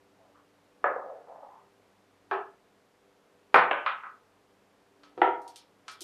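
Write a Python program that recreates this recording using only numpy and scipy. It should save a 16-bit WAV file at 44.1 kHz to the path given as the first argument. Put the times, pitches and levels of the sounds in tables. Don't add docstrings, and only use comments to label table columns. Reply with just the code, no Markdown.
import sys
import numpy as np
from scipy import signal
from scipy.fft import rfft, irfft
from scipy.io import wavfile
from scipy.ndimage import uniform_filter1d

SR = 44100
rng = np.random.default_rng(int(sys.argv[2]) if len(sys.argv) > 2 else 0)


def bounce(signal):
    frames = np.transpose(np.atleast_2d(signal))
    limited = np.clip(frames, -1, 1)
    pcm = np.round(limited * 32767).astype(np.int16)
    wavfile.write(sys.argv[1], SR, pcm)


N = 266099
T = np.arange(N) / SR
HZ = np.fft.rfftfreq(N, 1 / SR) + 1e-3

# (frequency [Hz], relative level [dB])
JAR_BODY = [(90, -61.5), (150, -30.5), (230, -34), (341, -14.5), (520, -4.5), (740, -6), (880, -7),
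            (1240, -5), (1440, -9), (1740, -10.5), (2070, -19), (2550, -30.5), (3500, -43.5), (5000, -64),
            (9000, -83)]
BOARD_BODY = [(120, -83.5), (200, -73), (338, -13), (390, 2), (520, -18), (630, -11), (682, -5.5),
              (1210, -8.5), (1330, -10), (1400, -13.5), (1690, -8.5), (2110, -28), (2440, -22.5),
              (9000, -67), (11700, -107), (19800, -120)]
CANISTER_BODY = [(55, -57.5), (95, -23), (135, -26.5), (174, -21), (213, -23), (379, -7), (490, -7.5),
                 (600, -5), (778, -1), (1500, -4), (2240, -10.5), (3280, -23.5), (5000, -38), (8600, -66),
                 (14000, -65.5)]
RIM_BODY = [(160, -66.5), (280, -15), (484, -5.5), (556, -2), (938, -3), (1250, -6), (1380, -3),
            (1540, -0.5), (1930, -11), (2300, -7), (3140, -14.5), (5500, -60), (7150, -90.5), (12100, -120)]
LID_BODY = [(240, -71), (400, -30.5), (455, -34.5), (548, -16.5), (661, -18), (1210, -2.5), (1510, -5),
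            (1760, -18), (1910, -13), (2770, -18), (3540, -23.5), (6500, -59), (8450, -91), (14300, -120)]
STOPPER_BODY = [(110, -32), (180, -48.5), (255, -30), (350, 0), (440, -8.5), (560, -17), (760, 3.5),
                (930, -4), (1080, -22.5), (1350, -1.5), (1560, -20), (1850, -9.5), (2400, -24),
                (3200, -25.5), (4400, -48.5), (6000, -62), (10000, -83.5)]
TICK_BODY = [(300, 3.5), (800, -0.5), (1300, 3), (2200, -6), (3200, -5), (5200, -7.5), (7000, -13),
             (10000, -13.5), (13000, -19), (15000, -27.5)]
# (frequency [Hz], relative level [dB])
JAR_MODES = [(522, 5), (574, 9.5), (607, -6.5), (729, 7.5), (797, -14.5), (869, -24.5), (928, -5.5),
             (1048, -14.5), (1121, -17.5), (1150, -17.5), (1190, -10), (1227, 3.5), (1265, 9.5),
             (1291, 4.5), (1359, -19), (1666, -14.5), (1690, 7.5), (1737, 3)]
BOARD_MODES = [(394, 4), (426, -14.5), (683, 0), (752, -19), (777, -6), (842, 4.5), (874, -10), (914, -23),
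               (946, -12), (986, -12), (1048, -10), (1087, -2.5), (1129, -14), (1293, 2), (1475, -22),
               (1647, -22), (1687, -15), (1738, -4), (2349, -14), (2635, -18)]
CANISTER_MODES = [(176, -18), (386, -9.5), (496, -0.5), (543, -6), (672, -11.5), (750, -2.5), (784, -4),
                  (861, -3), (926, -3.5), (988, -3), (1025, 0), (1062, 1), (1124, -6.5), (1179, -4),
                  (1211, -1), (1289, -1), (1320, 0.5), (1355, -4), (1390, -10), (1453, -4.5), (1496, -2),
                  (1529, 3), (1772, -4.5), (1846, -1.5), (1878, -7), (1941, -9), (2069, -12.5),
                  (2201, -12.5), (2311, -6.5), (2434, -6)]
RIM_MODES = [(565, 6), (591, 1.5), (723, -8), (794, 2), (826, 2), (939, -6), (984, 1.5), (1063, 7.5),
             (1143, -5), (1212, 7.5), (1289, -20), (1513, 10.5), (1548, -16), (1604, -18), (1681, 5),
             (2281, -18.5), (2350, -7), (2647, -20)]
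LID_MODES = [(796, -8.5), (1042, 3.5), (1098, -2), (1135, -20), (1179, -14), (1243, 6.5), (1291, 11.5),
             (1321, -16), (1394, -9.5), (1514, -7.5), (1544, 1.5), (1684, 3.5), (1973, -1.5), (2295, -21.5),
             (2432, 0), (2673, -11)]
STOPPER_MODES = [(298, -15.5), (357, -6.5), (396, -8.5), (498, -7), (653, -15), (690, -17.5), (739, -8),
                 (773, -25), (799, -13.5), (826, -18), (859, -19), (898, -6.5), (945, 2.5), (981, -6),
                 (1300, -11.5), (1342, -13), (1392, -27.5), (1762, -16), (2050, -21)]
TICK_MODES = [(1288, -0.5), (1420, -9), (2350, -7.5), (3120, -8), (3350, -10.5), (4150, -9), (4480, -8.5),
              (5300, -13), (5850, -14), (6500, -11.5), (8500, -7.5)]
THINGS = {"jar": (JAR_BODY, JAR_MODES, 0, 0.75), "board": (BOARD_BODY, BOARD_MODES, 0, 0.75),
          "canister": (CANISTER_BODY, CANISTER_MODES, 0.74, 0.84), "rim": (RIM_BODY, RIM_MODES, -0.3, 0.97),
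          "lid": (LID_BODY, LID_MODES, -1.9, 0.74), "stopper": (STOPPER_BODY, STOPPER_MODES, 0.96, 0.84),
          "tick": (TICK_BODY, TICK_MODES, -4, .85)}
# (time [s], thing, level [dB], high edge set by the hardness of the contact [Hz],
# lingering part against the clack [dB])
BLOWS = [ (0.8417, "jar", 5.5, 9000, 0.5), (0.961, "jar", -3.5, 1020, 0), (1.097, "jar", -14.5, 801, 3.5),
         (1.272, "jar", -17.5, 851, -3.5), (1.430, "jar", -16.5, 993, -2.5),
         (2.312, "board", 0, 12000, 3.5), (3.5430, "canister", 14.5, 15000, 1.5),
         (3.7110, "rim", 5.5, 9000, -2.5), (3.8620, "lid", 1.5, 8900, 2.5), (4.035, "lid", -13.5, 2045, 4),
         (5.175, "stopper", -9, 554, 9), (5.2166, "stopper", 11.5, 9050, -1.5),
         (5.275, "stopper", 3, 1567, -5.5), (5.462, "stopper", -24, 1097, 6),
         (6.013, "stopper", -6, 328, -5), ]
# (delay [s], level [dB])
NEAR_ECHOES = [(.0012, -11.5), (.0023, -7), (.0041, -6.5), (.0064, -10.5), (.018, -8.5)]
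# (frequency [Hz], time to fall 60 dB [s])
ROOM_T60 = [(150, .58), (500, 0.53), (1400, 0.49), (3500, 0.41), (7000, 0.16), (14000, 0.2)]
# (frequency [Hz], relative level [dB])
AIR = [(15, -39.5), (25, -13), (71, -18.5), (101, -8), (125, -8.5), (196, -4.5), (363, -4.5), (394, -3),
       (488, -3), (769, -5), (13500, -31.5), (15000, -49.5)]
# (frequency [Hz], rms level [dB])
HUM = [(50, -92), (100, -83), (197, -82.5), (290, -76.5), (395, -77.5), (445, -81.5), (494, -77)]
SLAB_PATHS_S = [.00027, .00075]
# (time [s], level [dB], low edge, low for a fingertip and high for a nail [Hz])
TICKS = [(5.034, -24.5, 600), (5.177, -20.5, 118.4), (5.418, -29.5, 4500), (5.478, -21.5, 3330),
         (5.559, -17.5, 2900), (5.881, -13, 900), (5.915, -22, 3560), (6.007, -13, 3900),
         (6.017, -12, 4000)]
# (time [s], length [s], rms level [dB], first resonance [Hz], last resonance [Hz])
PUSHES = [(0.179, 0.2, -59.5, 690, 700), (0.342, 0.087, -53, 1180, 1240), (1.02, 0.3, -46.5, 642, 463),
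          (1.26, 0.43, -47, 624, 933)]
CLICKING = ("canister", "rim")

AIR_DB = -66
SUPPRESSION_DB = 4.5
TOP_HZ = 15200
BASS_EDGE_HZ, BASS_OCTAVE_DB = 250, 16
CLICK_DB, CLICK_GROWTH = -43.5, 1.72
CLICK_LOW_HZ, CLICK_HIGH_HZ, CLICK_LINGER_DB = 7500, 12440, 3
NAIL_LOW_HZ, NAIL_HIGH_HZ, TICK_EDGE_POWER = 3400, 13100, 0.48
TICK_LINGER_DB = 0
CATCH_S, CATCH_DB = 0.005, -7
PUSH_ATTACK_S, PUSH_SAG_DB_PER_S, PUSH_RELEASE_S = 0.024, 30.5, 0.087


def undb(db):
    return 10 ** (np.asarray(db) / 20)


def unit(x):
    return x / np.sqrt(np.sum(x ** 2))


def level(x, db):
    return x * undb(db) / np.std(x)


def along(points, hz):
    f, value = np.transpose(points)
    return np.interp(np.log(hz), np.log(f), value)


def colour(x, points):
    log_gain = np.log(undb(along(points, HZ)))
    cepstrum = irfft(log_gain, N)[:2048]
    cepstrum[1:] *= 2
    response = irfft(np.exp(rfft(cepstrum, 8192)))[:2048]
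    return signal.fftconvolve(x, response)[:len(x)]


def band(x, low_hz, high_hz, order=2):
    high_hz = min(high_hz, .47 * SR)
    low_hz = min(low_hz, high_hz / 2)
    sos = signal.butter(order, [low_hz, high_hz], "band", fs=SR, output="sos")
    return signal.sosfilt(sos, x)


def walk(rate):
    hold = int(SR / rate)
    steps = np.repeat(rng.standard_normal(N // hold + 1), hold)
    return level(uniform_filter1d(steps, hold)[:N], 0)


def add(out, s, x):
    i = int(s * SR)
    out[i:i + len(x)] += x[:N - i]


def kitchen(waver_db=3.5, drift=1.0):
    air = level(colour(rng.standard_normal(N), AIR), AIR_DB) * undb(0.18 * walk(2.5))
    hum = 0
    for hz, db in HUM:
        tone = np.sin(2 * np.pi * hz * T + drift * walk(7.9))
        hum = hum + level(tone, db) * undb(waver_db * walk(7))
    return (air + hum) * undb(SUPPRESSION_DB)


def room_tail(stretch, build_s=0.013, even_hz=70):
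    t, hz = T[:SR], np.arange(SR // 2 + 1)
    noise, tail = rfft(rng.standard_normal(SR)), 0
    edges = np.geomspace(30, SR / 2, 30)
    for lo, hi in zip(edges, edges[1:]):
        part = irfft(noise * ((hz >= lo) & (hz < hi)), SR)
        t60_s = stretch * along(ROOM_T60, np.sqrt(lo * hi))
        tail = tail + part * np.exp(-np.log(1000) * t / t60_s)
    spectrum = rfft(tail * (1 - np.exp(-t / build_s)))
    power = uniform_filter1d(abs(spectrum) ** 2, even_hz)
    power = uniform_filter1d(power, even_hz)
    even = irfft(spectrum * (hz > edges[0]) / np.sqrt(power), SR)
    end_fade = np.clip(2 - 2 * t / t[-1], 0, 1) ** 2
    return unit(even * end_fade)


def slides(slips_per_s=3500, width=0.3, grit_db=-16, room_db=-2, room_stretch=0.43):
    out = np.zeros(N)
    for s, length_s, db, first_hz, last_hz in PUSHES:
        t = np.arange(0, length_s, 1 / SR)
        slips = rng.standard_normal(N) * (rng.random(N) < slips_per_s / SR)
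        f, frames, z = signal.stft(colour(slips[:len(t)], JAR_BODY), SR, nperseg=512)
        centre_hz = np.interp(frames, [0, length_s], [first_hz, last_hz])
        octaves = np.log2((f[:, None] + 1) / centre_hz)
        resonance = np.exp(-.5 * (octaves / width) ** 2)
        rub = signal.istft(z * (resonance + undb(grit_db)), SR)[1][:len(t)]
        effort = np.minimum(t / PUSH_ATTACK_S, 1) * np.minimum((length_s - t) / PUSH_RELEASE_S, 1)
        add(out, s, level(rub, db) * effort * undb(-PUSH_SAG_DB_PER_S * t))
    return out + undb(room_db) * signal.fftconvolve(out, room_tail(room_stretch))[:N]


def contact(spread=0.13, feedback=.5):
    push = signal.unit_impulse(SR)
    for path_s in SLAB_PATHS_S:
        loop = np.zeros(int(abs(path_s * (1 + spread * rng.standard_normal())) * SR) + 2)
        loop[0], loop[-1] = 1, feedback
        push = signal.lfilter(loop[::-1], loop, push + 1e-18)
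    out = push
    for delay_s, db in NEAR_ECHOES:
        lag = int(abs(delay_s * (1 + spread * rng.standard_normal())) * SR)
        sign = rng.choice([-1, 1])
        out = out + sign * undb(db) * np.roll(push, lag)
    return out


def ring(modes, stretch, rise_s=0.0017):
    t = T[:SR]
    tones = 0
    for hz, db in modes:
        fade = np.exp(-np.log(1000) * t / (stretch * along(ROOM_T60, hz)))
        tones = tones + undb(db) * fade * np.sin(2 * np.pi * (hz * t + rng.random()))
    return unit(tones * (1 - np.exp(-t / rise_s)))


def strike(thing, low_hz, high_hz, linger_db):
    body, modes, ring_db, stretch = THINGS[thing]
    clack = unit(colour(contact(), body))
    room = unit(colour(room_tail(stretch), body))
    linger = room + undb(ring_db) * ring(modes, stretch)
    return band(clack + undb(linger_db) * linger, low_hz, high_hz)


def knocks():
    out = np.zeros(N)
    for s, thing, db, high_hz, linger_db in BLOWS:
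        low_hz = BASS_EDGE_HZ * 2 ** (-db / BASS_OCTAVE_DB)
        add(out, s, undb(db) * strike(thing, low_hz, high_hz, linger_db))
        if thing in CLICKING:
            click = strike("tick", CLICK_LOW_HZ, CLICK_HIGH_HZ, CLICK_LINGER_DB)
            add(out, s, undb(CLICK_DB + CLICK_GROWTH * db) * click)
    return out


def fingers():
    out = np.zeros(N)
    for s, db, low_hz in TICKS:
        high_hz = NAIL_HIGH_HZ * (low_hz / NAIL_LOW_HZ) ** TICK_EDGE_POWER
        tick = strike("tick", low_hz, high_hz, TICK_LINGER_DB)
        catch = strike("tick", low_hz, high_hz, TICK_LINGER_DB)
        add(out, s, undb(db) * tick)
        add(out, s + CATCH_S, undb(db + CATCH_DB) * catch)
    return out


def scene():
    return (kitchen() + slides() + knocks() + fingers())[None]


def suppress(x, open_db=13):
    z = signal.stft(x, SR, nperseg=1024, noverlap=768)[2]
    power = uniform_filter1d(abs(z) ** 2, size=13, axis=0)
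    power = uniform_filter1d(power, size=3, axis=1)
    usual = np.percentile(power, 35, axis=1, keepdims=True) + 1e-20
    shut = 1 / (1 + (power / usual / undb(open_db) ** 2) ** 2)
    return signal.istft(z * undb(-SUPPRESSION_DB * shut), SR, nperseg=1024, noverlap=768)[1][:N]


def record(dry):
    top_cut = signal.ellip(8, .2, 70, TOP_HZ, fs=SR, output="sos")
    return signal.sosfilt(top_cut, suppress(dry[0]))[None]


dry = scene()
out = record(dry)
bounce(out)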